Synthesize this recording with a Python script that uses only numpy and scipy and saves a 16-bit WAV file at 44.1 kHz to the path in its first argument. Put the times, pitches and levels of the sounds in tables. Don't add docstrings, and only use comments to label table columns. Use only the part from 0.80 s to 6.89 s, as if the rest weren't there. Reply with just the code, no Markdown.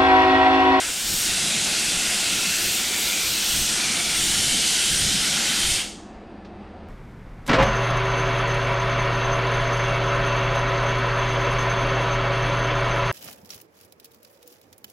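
import sys
import numpy as np
from scipy import signal
from scipy.io import wavfile
from scipy.ndimage import uniform_filter1d, map_coordinates

SR = 44100
rng = np.random.default_rng(int(sys.argv[2]) if len(sys.argv) > 2 else 0)


def transcribe(u):
    v = np.clip(np.atleast_2d(u).T, -1, 1)
    q = np.round(v * 32767).astype(np.int16)
    wavfile.write(sys.argv[1], SR, q)


N = 268436
FRAME, OVERLAP = 2048, 1792
HZ, TIME = signal.stft(np.zeros(N), SR, nperseg=FRAME, noverlap=OVERLAP)[:2]


def undb(db):
    return 10 ** (np.asarray(db) / 20)


def at_hz(hz, values, left=None, right=None):
    return np.interp(np.log(HZ + 1), np.log(hz), values, left, right)


def colour(points):
    hz, db = np.transpose(points)
    return at_hz(hz, db, -120, -120)[:, None]


def curves(table):
    s, *columns = np.transpose(table)
    return [np.interp(TIME, s, c) for c in columns]


def bump(hz, width_hz):
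    return np.exp(-.5 * ((HZ[:, None] - hz) / width_hz) ** 2)


def patches(width_hz, length_s):
    grid = rng.standard_normal((200, 200))
    points = np.meshgrid(HZ / width_hz, TIME / length_s, indexing="ij")
    field = map_coordinates(grid, points, order=1, mode="wrap")
    return field / field.std()


def frames(x):
    return signal.stft(x, SR, nperseg=FRAME, noverlap=OVERLAP)[2]


def filtered(gain):
    spectra = frames(rng.standard_normal(N)) * gain
    return signal.istft(spectra, SR, nperseg=FRAME, noverlap=OVERLAP)[1][:N]


def shaped(shape_db, level_db):
    gain = undb(shape_db) * np.ones(len(TIME))
    return gain * undb(level_db) / np.sqrt(np.mean(gain ** 2, axis=0))


# t/s, peak level/dB before its wobble
DRONE = [(0, -56.5), (5.0, -58), (5.3, -55), (5.7, -54), (5.8, -47), (6.1, -46)]


def drone():
    t = np.arange(N) / SR
    level_db = curves(DRONE)[0] + 1.5 * patches(1000, 0.11)[0]
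    return undb(np.interp(t, TIME, level_db)) * np.sin(2 * np.pi * 80.4 * t)


# f/Hz, density/dB per Hz
HUM = [(10, -7), (50, -2), (130, -11), (200, -7), (400, -9.5), (650, -10.5), (1000, -16), (1500, -21),
       (2400, -26), (4500, -36), (7000, -49), (9000, -52), (10300, -55.5), (11800, -73)]
# f/Hz, width/Hz, lift/dB
HUM_WHINES = [(206.7, 16, 12), (330, 38, 8.5), (750, 50, 4.5), (1740, 22, 5), (2630, 46, 3.5),
              (3940, 35, 2.5), (4760, 60, 7.5), (6310, 60, 1.5), (8500, 200, 2.5)]
# t/s, level/dB
HUM_SWELL = [(0, -7), (.2, -6), (.35, 0.5), (5.2, 2), (5.6, 1.5), (6.1, 1.5)]
HUM_DB = -42


def hum():
    whines_db = sum(db * bump(hz, width_hz) for hz, width_hz, db in HUM_WHINES)
    shape_db = colour(HUM) + whines_db + patches(142, .15)
    return drone() + filtered(shaped(shape_db, HUM_DB + curves(HUM_SWELL)[0]))


# f/Hz, level/dB, t60/s
KNOCK = [(1700, 4, .04), (2450, -3, .04), (3540, -3, .03), (4700, -8, .03), (6940, -12, .015),
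         (10900, -18, .01)]
# t/s, peak level/dB
TICKS = [(5.648, -39)]


def ticks():
    out, t = np.zeros(N), np.arange(SR // 10) / SR
    band = signal.butter(3, [900, 4500], "band", fs=SR, output="sos")
    rattle = signal.sosfilt(band, rng.standard_normal(len(t))) * np.exp(-t / 0.022)
    modes = sum(undb(db - 60 * t / t60) * np.sin(2 * np.pi * hz * t) for hz, db, t60 in KNOCK)
    knock = (modes + 3.2 * rattle) * np.minimum(t / .001, 1)
    for s, db in TICKS:
        i = int(s * SR)
        out[i:i + len(t)] += undb(db) * knock / np.abs(knock).max()
    return out


# f/Hz, t60/s
SHOP = [(300, 0.28), (1500, 0.22), (2500, .42), (4000, .5), (7000, 0.57), (12000, 0.25)]
SHOP_DB = -2.5


def shop(dry):
    hz, t60_s = np.transpose(SHOP)
    keep = undb(-120 * TIME[1] / at_hz(hz, t60_s))
    power = uniform_filter1d(np.abs(frames(dry)) ** 2, size=9, axis=0)
    for i in range(1, len(TIME)):
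        power[:, i] = keep * power[:, i - 1] + (1 - keep) * power[:, i]
    gain = np.sqrt(np.abs(power) * FRAME / 1.5)
    return undb(SHOP_DB) * filtered(gain)


# t/s, level/dB
FLUTTER = [(0, -56), (.35, -51), (.7, -42), (1.3, -44), (2.0, -47), (2.6, -55), (3.1, -39), (3.5, -50.5),
           (3.75, -38.5), (4.0, -50), (4.3, -39.5), (4.7, -39), (5.0, -51.5)]
FLUTTER_HZ, FLUTTER_WIDTH_HZ = 191, 38


def flutter():
    bell = bump(FLUTTER_HZ, FLUTTER_WIDTH_HZ)
    level_db = curves(FLUTTER)[0] + 1.15 * patches(199.4, 0.068)
    return bell / np.sqrt(np.mean(bell ** 2)) * undb(level_db)


# f/Hz, density/dB per Hz
BUFFET = [(10, 2.5), (25, 11), (60, 8), (110, 4), (200, 0), (300, -14.5), (500, -31.5)]
# t/s, level/dB added in amplitude at the peak, standard deviation/s
GUSTS = [(.53, -45, 0.052), (.33, -42, .05), (1.13, -43.5, 0.046), (1.55, -45, 0.033), (1.87, -47, 0.038),
         (2.49, -42.5, 0.028), (2.79, -35.5, .05), (3.45, -41, .1), (3.62, -41, 0.11), (4.18, -35, .07),
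         (4.35, -43, 0.06), (4.89, -34, 0.042)]
BUFFET_REST_DB = -54


def buffet():
    gusts = sum(undb(db) * np.exp(-.5 * ((TIME - s) / half_s) ** 2) for s, db, half_s in GUSTS)
    shape_db = colour(BUFFET) + 2.0 * patches(68, 0.12)
    thump = shaped(shape_db, 0) * (undb(BUFFET_REST_DB) + gusts)
    return np.hypot(thump, flutter())


# t full hiss/s, t slips off/s, level/dB
EDGES = [(.33, .41, -31), (1.52, 1.6, -43), (1.85, 1.97, -32), (2.2, 2.3, -33.5), (2.47, 2.55, -32.5),
         (2.72, 2.8, -31.5), (3.41, 3.49, -39), (4.1, 4.17, -46), (4.88, 4.95, -55)]
EDGE_RISE_DB_S, EDGE_FALL_DB_S, EDGE_REST_DB = 44.5, 131, -62


def edge_db():
    power = undb(EDGE_REST_DB) ** 2
    for full_s, off_s, db in EDGES:
        rise_db = EDGE_RISE_DB_S * np.maximum(full_s - TIME, 0)
        fall_db = EDGE_FALL_DB_S * np.maximum(TIME - off_s, 0)
        power = power + undb(db - rise_db - fall_db) ** 2
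    return 10 * np.log10(power)


# f/Hz, density/dB per Hz
EDGE = [(10300, -37), (11200, 6), (12300, 12.5), (13500, 9), (15000, 4), (16200, 3)]
EDGE_RIGHT_DB = -5


def edge_hiss():
    sides = []
    for offset_db in (0, EDGE_RIGHT_DB):
        shape_db = colour(EDGE) + 1.5 * patches(380, .12)
        sides.append(filtered(shaped(shape_db, edge_db() + offset_db)))
    return np.array(sides)


# t start/s, t end/s, first f/Hz, last f/Hz, lift/dB
LOW_HOLLOWS = [(0.702, 2.006, 2539, 2650, 4.5), (2.1, 2.452, 2250, 2380, 6), (2.5, 3.0, 2780, 2820, 1),
               (3.0, 3.303, 2320, 2250, 5), (3.45, 4.6, 3040, 3120, 3), (4.6, 5.1, 3150, 3160, 4.5)]
# t/s, f/Hz, lift/dB
HIGH_HOLLOW = [(0, 7900, .5), (1.2, 7640, -0.5), (2.0, 7200, 1), (2.9, 9000, 1), (3.5, 9160, 3.5),
               (5.0, 8900, 3.5)]
LOW_WIDTH_HZ, HIGH_WIDTH_HZ, HOLLOW_FADE_S = 110, 350, .08


def hollows_db():
    high_hz, high_lift_db = curves(HIGH_HOLLOW)
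    lift = high_lift_db * bump(high_hz, HIGH_WIDTH_HZ)
    for start_s, end_s, first_hz, last_hz, lift_db in LOW_HOLLOWS:
        hz = np.interp(TIME, [start_s, end_s], [first_hz, last_hz])
        over = np.clip(np.minimum(TIME - start_s, end_s - TIME) / HOLLOW_FADE_S + .5, 0, 1)
        weakened = 0.18 * bump(hz - 550, 260)
        lift = lift + lift_db * over * (bump(hz, LOW_WIDTH_HZ) - weakened)
    return lift


TUBE_HZ, TUBE_DB, TUBE_FADE_HZ = 703, 2.5, 4020


def tube_db():
    comb = np.cos(np.pi * HZ / TUBE_HZ) ** 6
    return TUBE_DB * (comb * np.exp(-HZ / TUBE_FADE_HZ))[:, None]


# f/Hz, density/dB per Hz
ROAR = [(150, -41), (250, -11.5), (342, -6.5), (627, -13.5), (696, -8.5), (967, -12.5), (1190, -12),
        (1420, -4.5), (1740, -5), (3200, 1), (4080, 0), (8600, -2.5), (12200, -14.5), (14500, -32),
        (16200, -38)]


def roar(level_db, low_db, bright_db):
    eddies_db = .5 * patches(300, .25) + 1.2 * patches(50, .2) + 0.73 * patches(1800, .05)
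    aim_db = low_db * bump(1000, 1100) + bright_db * bump(8540, 1800)
    return shaped(colour(ROAR) + eddies_db + aim_db + hollows_db() + tube_db(), level_db)


# f/Hz, level/dB
SIDE = [(10, -17), (200, -19), (700, -15), (1300, -20), (2400, -26), (4400, -24), (8000, -23), (11000, -22)]
# t start/s, t end/s
SIDE_SPANS = [(0, 1.046), (1.831, 1.9), (2.021, 2.15), (2.749, 2.97), (3.06, 3.28), (4.026, 4.148),
              (4.33, 4.8), (4.978, 5.8)]


def side_noise(stream):
    on = sum((TIME >= start_s) * (TIME < end_s) for start_s, end_s in SIDE_SPANS)
    side = filtered(stream * on * undb(colour(SIDE) + 6.4 * patches(500, .05)))
    return np.array([side, -side])


# t/s, roar level/dB, low-mid lift/dB, treble lift/dB
JET = [(0.0, -26.5, 8, 4.5), (0.15, -29, 0, 3.5), (0.31, -26.5, 0, 3), (0.45, -24.5, -2, 2),
       (0.7, -24.5, 1, 0.5), (1.45, -24.5, 1, 1), (1.95, -25, -1, 1), (2.1, -26.5, 4, 1.5),
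       (2.25, -25, 0.5, 1), (2.55, -26, 2, 0.5), (2.8, -24, -3, 0.5), (3.1, -25, 4.5, 1.5),
       (3.33, -24.5, 1.5, -0.5), (3.45, -23, 0, 1.5), (4.1, -23, -2, 0), (4.72, -24.5, 2.5, -2),
       (4.92, -22, -5.5, 1.5), (5.0, -27.5, 2.5, -2.5)]
CLOSING_TAU_S = 0.04


def valve():
    since_release_s = np.maximum(np.arange(N) / SR - JET[-1][0], 0)
    return np.exp(-since_release_s / CLOSING_TAU_S)


def jet():
    stream = np.hypot(roar(*curves(JET)), buffet())
    return valve() * (filtered(stream) + side_noise(stream) + edge_hiss())


def scene():
    near = jet()
    return near + shop(near.mean(axis=0)) + hum() + ticks()


TOP_HZ = 15830


def record(dry):
    return signal.sosfilt(signal.ellip(12, .2, 80, TOP_HZ, fs=SR, output="sos"), dry)


dry = scene()
out = record(dry)
transcribe(out)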